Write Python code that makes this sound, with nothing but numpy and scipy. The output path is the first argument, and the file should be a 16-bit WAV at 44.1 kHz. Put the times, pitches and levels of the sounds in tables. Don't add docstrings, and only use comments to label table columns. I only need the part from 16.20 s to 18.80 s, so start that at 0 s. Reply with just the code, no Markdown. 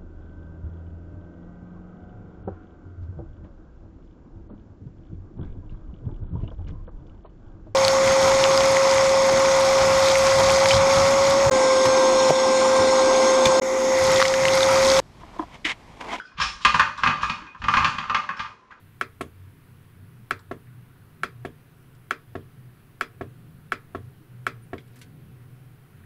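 import sys
import numpy as np
from scipy import signal
from scipy.io import wavfile
from scipy.ndimage import uniform_filter1d

SR = 44100
rng = np.random.default_rng(int(sys.argv[2]) if len(sys.argv) > 2 else 0)


def gain_from_db(level_db):
    decades = np.asarray(level_db, float) / 20
    return 10 ** decades


def materialize(psi):
    bounded = np.clip(np.atleast_2d(psi).T, -1, 1)
    quanta = np.round(bounded * 32767).astype(np.int16)
    wavfile.write(sys.argv[1], SR, quanta)


N = 114660


def rms_one(x):
    return x / np.sqrt(np.mean(x ** 2) + 1e-20)


def at_hz(points, hz):
    table = np.array(points)
    return np.interp(np.log(hz), np.log(table[:, 0]), table[:, 1])


def in_time(rows, **ends):
    return np.interp(np.arange(N) / SR, *np.transpose(rows), **ends)


def resonance(x, hz, width_hz):
    b, a = signal.iirpeak(hz, hz / width_hz, SR)
    return signal.lfilter(b, a, x)


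def bands(shape, size):
    edges = 22 * 2 ** np.arange(0, 9.6, .5)
    white = rng.standard_normal((2, size))
    total = np.zeros(size)
    for k, (low, high) in enumerate(zip(edges, edges[1:])):
        band_pass = signal.butter(2, [low, high], "band", fs=SR, output="sos")
        total += shape(np.sqrt(low * high)) * signal.sosfilt(band_pass, white[k % 2])
    return rms_one(total)


def ring(clicks, hz, t60):
    r, w = gain_from_db(-60 / (t60 * SR)), 2 * np.pi * hz / SR
    return signal.lfilter([0, np.sin(w)], [1, -2 * r * np.cos(w), r * r], clicks + 1e-18)


RING_FLUTTER_DB = 6.5


def flutter_db(count):
    return rms_one(uniform_filter1d(rng.standard_normal((count, N)), size=500))


# pitch_hz, level_db [dB per Hz]
AIR_COLOUR = [(15, -38), (25, -8.5), (346, -4.5), (818, -15), (1030, -2), (1430, -15), (1540, -12.5),
              (6330, -33.5), (10500, -55.5), (13600, -89), (22000, -120)]


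def kitchen_air():
    return gain_from_db(-59.5) * bands(lambda hz: gain_from_db(at_hz(AIR_COLOUR, hz)), size=N)


# pitch_hz, t60_s
ROOM_RING = [(60, 0.25), (400, 0.4), (1200, 0.31), (3000, 0.32), (8000, 0.44)]
ROOM_DB, ROOM_GAP_S = -3.5, 0.003


def kitchen_tail():
    t = np.arange(SR // 2) / SR
    opening = np.clip(t / ROOM_GAP_S - 1, 0, 1)
    tail = bands(lambda hz: gain_from_db(-60 * t / at_hz(ROOM_RING, hz)) * opening, size=len(t))
    return gain_from_db(ROOM_DB) * tail / np.sqrt(len(t))


# start_s, pitch_hz, level_db, t60_s
LIGHT_TOUCHES = [(0, 1513, -37, .2), (0, 2978, -57, .12), (0, 3295, -53, .15), (0, 4950, -56, .06),
                 (.055, 4950, -58, .15), (.07, 4300, -62, .1), (.075, 2476, -66, .2), (1.27, 2470, -56, .5),
                 (1.26, 2540, -54, .6), (1.27, 1510, -50, .2), (2.51, 1960, -54, .1), (2.3, 1020, -48, 1.2)]


def light_touches():
    flutter = gain_from_db(RING_FLUTTER_DB * flutter_db(len(LIGHT_TOUCHES)))
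    out = np.zeros(N)
    for waver, (start, hz, db, t60) in zip(flutter, LIGHT_TOUCHES):
        click = gain_from_db(db) * (np.arange(N) == int(start * SR))
        out += waver * ring(click, hz, t60)
    return out


# start_s, level_db, pitch_hz
WEIGHT_PUSHES = [(0.15, -40.5, 55), (0.21, -26.5, 65), (0.185, -27, 155), (0.23, -35.5, 170),
                 (0.26, -30.5, 55), (0.35, -41, 45), (0.47, -26, 60), (1.03, -29.5, 58), (1.22, -30.5, 295),
                 (1.212, -38.5, 62), (2.1, -27, 200), (2.122, -52, 240), (1.43, -31, 56), (1.61, -27, 75),
                 (1.61, -21, 105), (1.68, -21, 120), (1.4, -30, 77), (2.3, -47, 115), (1.9, -21.5, 530)]
PUSH_CYCLES, PUSH_SOFT_S = 8.5, 0.0051


def pushes():
    t, out = np.arange(N) / SR, np.zeros(N)
    for start, db, hz in WEIGHT_PUSHES:
        age = t - start
        fade = gain_from_db(-60 * np.abs(age) * hz / PUSH_CYCLES)
        out += gain_from_db(db) * (age > 0) * np.sin(2 * np.pi * hz * age) * np.tanh(age / PUSH_SOFT_S) * fade
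    return out


# peak_s, level_db, rise_s, fade_s
RUBS_AND_HISS = [(0.222, -30, 0.017, 0.043), (0.431, -42.5, 0.017, 0.034), (0.778, -42.5, .003, 0.024),
                 (1.023, -37, 0.0043, 0.039), (1.402, -67, 0.034, 0.027), (1.578, -41.5, 0.092, 0.093),
                 (2.17, -53, 0.0037, 0.026), (0.453, -32, .002, 0.05), (.546, -33.5, 0.0018, 0.026),
                 (.598, -44.5, .002, 0.036), (.838, -40, .002, 0.048), (1.098, -48.5, .002, 0.033),
                 (1.647, -41, .002, 0.037), (1.948, -49, 0.0022, 0.036), (2.209, -55, 0.0091, 0.032),
                 (0.071, -64, 0.037, 0.03), (2.514, -84, 0.013, 0.034)]
# pitch_hz, level_db [dB per Hz]
RUB_COLOUR = [(1500, -7.5), (3000, 10.5), (4600, 4), (5300, 8), (6000, 3.5), (9000, -16.5), (10500, -34)]
SQUEAL_HZ, SQUEAL_WIDTH_HZ, SQUEAL_DB = 5280, 250, 8


def rubs():
    t, swell = np.arange(N) / SR, np.zeros(N)
    for peak, db, rise, fade in RUBS_AND_HISS:
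        swell += gain_from_db(db) * np.exp(-np.where(t < peak, ((peak - t) / rise) ** 2, (t - peak) / fade))
    grit = gain_from_db(1.66 * rms_one(uniform_filter1d(rng.standard_normal(N), size=60)))
    fibres = bands(lambda hz: gain_from_db(at_hz([(600, -65)] + RUB_COLOUR, hz)), size=N)
    rustle = swell * grit * fibres
    squealing = (t < .4) | (t > 2.16)
    return rustle + gain_from_db(SQUEAL_DB) * squealing * resonance(rustle, SQUEAL_HZ, SQUEAL_WIDTH_HZ)


# start_s, pitch_hz, level_db, t60_s
SINGING_MODES = [(0.453, 545, -36.5, 0.23), (.452, 2513, -31, 0.23), (.86, 2524, -31, .2),
                 (.88, 715, -39, .5), (.87, 544.4, -38, 0.31), (1.031, 2514, -35, 0.3),
                 (1.097, 2466, -30.5, .12), (1.57, 2500, -35, .2), (1.648, 2356, -23.5, 0.082),
                 (1.898, 1205, -19.5, 0.13), (1.9, 601, -40.5, 0.27), (2.092, 2546, -39, 0.18)]
SING_SOFT_S = .004


def singing():
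    t, out = np.arange(N) / SR, np.zeros(N)
    waver_db = RING_FLUTTER_DB / 2 * flutter_db(len(SINGING_MODES))
    for (start, hz, db, t60), waver in zip(SINGING_MODES, waver_db):
        age = t - start
        level = gain_from_db(db + waver - 60 * np.abs(age) / t60)
        out += level * (age > 0) * np.tanh(age / SING_SOFT_S) * np.sin(2 * np.pi * hz * t)
    return out


def grains(per_s, level_db, bright_db, thud_db):
    born = rng.random(N) < per_s / SR
    size_db = 4.48 * np.minimum(rng.exponential(1, N), 4.0)
    at = np.flatnonzero(born & (level_db > -90))
    same = np.ones(len(at))
    return np.column_stack([at / SR, level_db[at] + size_db[at], bright_db * same, thud_db * same, 0 * same])


# time_s, level_db
SLIDE_LEVEL = [
    (.16, -62),
    (.18, -35.5),
    (.19, -31.5),
    (.202, -24.5),
    (.225, -20),
    (.26, -34.5),
    (.3, -41),
]


def slide():
    level_db = in_time(SLIDE_LEVEL, left=-200, right=-200) - 20.5
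    return grains(per_s=1500, level_db=level_db, bright_db=-2.5, thud_db=-51)


# time_s, level_db
HAND_EFFORT = [(0.0, -60), (0.22, -23), (0.35, -30.5), (0.42, -26.5), (0.51, -25), (0.65, -25),
               (1.0, -18.5), (1.17, -23), (1.26, -31.5), (1.4, -50.5), (1.48, -36), (1.61, -13),
               (1.78, -20), (2.1, -33), (2.15, -38), (2.28, -33), (2.45, -81.5), (2.6, -59)]


def chatter():
    level_db = in_time(HAND_EFFORT) - 29.5
    return grains(per_s=480, level_db=level_db, bright_db=-14.5, thud_db=-18)


EARLIER_AND_SOFTER = [.001, 6.0, 0, 0, 0]

# start_s, peak_db, brightness_db, side_wall_db
MORE_KNOCKS = [(.174, -34, -40, -7), (.187, -28, -20, -10), (.213, -21, -16, -8), (.223, -16, -19, -2),
               (.234, -20, -15, -7), (.249, -23, -19, 1), (.491, -16, -15, -2), (.556, -16, -19, 5),
               (.632, -19, -23, 10.5), (.674, -22, -23, 8), (.792, -26, -25, 5.5),
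               (.924, -25, -15.5, 1.5), (.995, -27, -24, 3), (1.043, -18, -19, 1),
               (1.268, -34.5, -14.5, 4), (1.497, -13.5, -22, -7), (1.559, -13.5, -25, 3.5),
               (1.582, -9, -21, -8), (1.604, -11, -24, -5), (1.618, -18.5, -20, -1),
               (1.661, -16, -15.5, 3.5), (1.675, -16.5, -19, 12), (1.687, -20.5, -20, -1),
               (1.829, -22, -24.5, -5), (1.841, -21, -24.5, -8), (1.913, -21, -26, -7),
               (1.968, -19.5, -18.5, 2), (2.112, -26, -22, 9), (2.165, -39, -21, 11),
               (2.184, -27.5, -26, 7), (2.203, -24.5, -5, 3), (2.233, -28, -17, 1),
               (2.246, -28.5, -17.5, -2), (2.507, -40, -22, -2), (2.521, -34.5, -21, 7)]
MORE_KNOCKS_THUD_DB = -31


def more_knocks():
    return np.insert(np.array(MORE_KNOCKS), [3], MORE_KNOCKS_THUD_DB, axis=1) - EARLIER_AND_SOFTER


# start_s, peak_db, brightness_db, thud_db, side_wall_db
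PART_KNOCKS = [(0.201, -12.5, -15, -27.5, -5), (0.45, 1.5, -10.5, -29, -0.5),
               (0.544, -2.5, -18.5, -25.5, 1), (0.596, -1, -13, -35.5, 4), (0.609, -5.5, -33, -24.5, 5.5),
               (0.78, -20.5, -36, -23, 4), (0.835, -4.5, -15, -26, -3.5), (0.862, -3.5, -21, -29.5, -1.5),
               (0.874, -7, -10, -18.5, 0.5), (0.898, -9.5, -20, -48, -1), (0.911, -12.5, -19, -50, -2),
               (1.031, -9.5, -21.5, -33, 0.5), (1.097, -12, -9.5, -19.5, 2), (1.349, -31, -25, -21, 8),
               (1.419, -24, -12, -12, 1.5), (1.441, -11, -18.5, -18, -2), (1.484, -2.5, -20, -25, -4),
               (1.539, -4.5, -16, -25, -1.5), (1.57, -3, -15, -23, -10.5), (1.625, -11.5, -26, -25, -9),
               (1.646, -5.5, -9.5, -23, 2), (1.784, -12.5, -12, -21.5, -5),
               (1.898, -7.5, -20, -28.5, -14.5), (1.947, -4, -14.5, -31.5, -5), (2.037, -22, -20, -41, 0),
               (2.091, -12, -23.5, -35, 5.5), (2.171, -27.5, -17, -33, 4.5), (2.195, -14, -15, -26, -0.5),
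               (2.259, -22, -20.5, -33, -7), (2.513, -35, -21, -20, 8)]


def knocks():
    return np.array(PART_KNOCKS) - EARLIER_AND_SOFTER


# pitch_hz, level_db
PLATE_LEVEL = [(470, -50), (800, -4), (1090, 3.5), (1370, -6.5), (1630, -7), (2200, -12), (2560, -8),
               (6900, -33.5), (10500, -64), (13600, -90.5), (22000, -120)]
# pitch_hz, t60_s
PLATE_RING = [(800, 0.055), (3000, 0.044), (10000, 0.084)]
PLATES_DB = -12


def plate_modes():
    hz = np.geomspace(850, 11000, num=130) * rng.uniform(.99, 1.01, size=130)
    level_db = at_hz(PLATE_LEVEL, hz) + PLATES_DB + 5 * np.log10(hz / 1000)
    return np.column_stack([hz, level_db, at_hz(PLATE_RING, hz)])


CONTACT_S, STRIKE_SPREAD_DB = .0015, 2


def strike(contacts, modes, colour_db):
    out, at = np.zeros(N), (contacts[:, 0] * SR).astype(int)
    chance = rng.standard_normal((len(contacts), len(modes), 3))
    for k, (hz, level_db, t60) in enumerate(modes):
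        strength, sign, lateness = chance[:, k].T
        lag = (lateness ** 2 * CONTACT_S * SR).astype(int)
        hit_db = contacts[:, 1] + level_db + colour_db(hz) + STRIKE_SPREAD_DB * strength
        clicks = np.zeros(N + SR)
        clicks[at + lag] = gain_from_db(hit_db) * np.sign(sign)
        out += ring(clicks[:N], hz, t60)
    return out


# pitch_hz, level_db, t60_s
STEEL_MODES = [(896, -15.5, 0.16), (1023.4, -9, 0.056), (1066, -2, 0.021), (1097, -13, 0.1),
               (1162, -17.5, 0.12), (1203, -6.5, 0.086), (1577, -3.5, 0.02), (1613, -8, 0.054),
               (1970, -28.5, 0.021), (2150, -25, 0.07), (2516, -14, 0.048),
               (1017, -27, 1), (1210, -26.5, 0.21), (2475, -18.5, 0.13), (2950, -26.5, 0.067),
                (3265, -17.5, 0.018), (4313, -27.5, 0.035), (4500, -26, 0.04), (6240, -34, 0.03)]
# pitch_hz, level_db, t60_s
WORKTOP_MODES = [(35, -16, 0.06), (62.5, 0.5, 0.11), (107.8, -2, 0.17), (156.7, -3, 0.16),
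                 (203.2, -0.5, 0.11), (236.8, -1.5, 0.14), (325, -10.5, 0.06)]
# pitch_hz, level_db, t60_s
BASE_MODES = [(422, -38.5, 0.093), (547.8, -29.5, 0.14), (601, -29, 0.21), (777.3, -28, 0.16)]
BRIGHT_FROM_HZ, BRIGHT_OCTAVES, USUAL_BRIGHT_DB = 1236, 1.44, -13.5
SIDE_WALL_HZ, SIDE_WALL_OCTAVES = 1546, .2
CASING_LOW_CUT_HZ, THUD_DB = 1104, 1.5


def machine(contacts, plates):
    _, _, bright_db, thud_db, wall_db = contacts.T

    def colour(hz):
        tilt = np.clip(np.log2(hz / BRIGHT_FROM_HZ) / BRIGHT_OCTAVES, 0, 1)
        wall = np.exp(-(np.log2(hz / SIDE_WALL_HZ) / SIDE_WALL_OCTAVES) ** 2)
        return (bright_db - USUAL_BRIGHT_DB) * tilt + wall_db * wall

    steel = strike(contacts, np.vstack([STEEL_MODES, plates]), colour)
    low_cut = signal.butter(4, CASING_LOW_CUT_HZ, "high", fs=SR, output="sos")
    thud = strike(contacts, WORKTOP_MODES, lambda hz: thud_db + THUD_DB)
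    return signal.sosfilt(low_cut, steel) + thud + strike(contacts, BASE_MODES, colour)


VALLEY_HZ, VALLEY_WIDTH_HZ, VALLEY_DEPTH = 672, 97, .7


def scene():
    plates = plate_modes()
    small_contacts, sliding_contacts = chatter(), slide()
    near = machine(knocks(), plates)
    near += machine(small_contacts, plates) + machine(sliding_contacts, plates)
    near += light_touches() + pushes() + rubs()
    tail, air = kitchen_tail(), kitchen_air()
    near += machine(more_knocks(), plates) + singing()
    near = near - VALLEY_DEPTH * resonance(near, VALLEY_HZ, VALLEY_WIDTH_HZ)
    return (near + signal.fftconvolve(near, tail)[:N] + air)[None]


def top_cut(x):
    return signal.sosfilt(signal.butter(12, 11120, fs=SR, output="sos"), x)


NOTCH_HZ, NOTCH_WIDTH_HZ, NOTCH_DEPTH = 8000, 900, .92
MIC_ROLL_HZ, CUTOFF_HZ = 9030, 11100
TOP, KNEE = .52, 6


def record(dry):
    mix = dry - NOTCH_DEPTH * resonance(dry, NOTCH_HZ, NOTCH_WIDTH_HZ)
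    mix = signal.sosfilt(signal.butter(4, MIC_ROLL_HZ, fs=SR, output="sos"), mix)
    mix = mix / (1 + np.abs(mix / TOP) ** KNEE) ** (1 / KNEE)
    mix = signal.sosfilt(signal.cheby2(12, 36, CUTOFF_HZ, fs=SR, output="sos"), mix)
    return top_cut(mix)


dry = scene()
out = record(dry)
materialize(out)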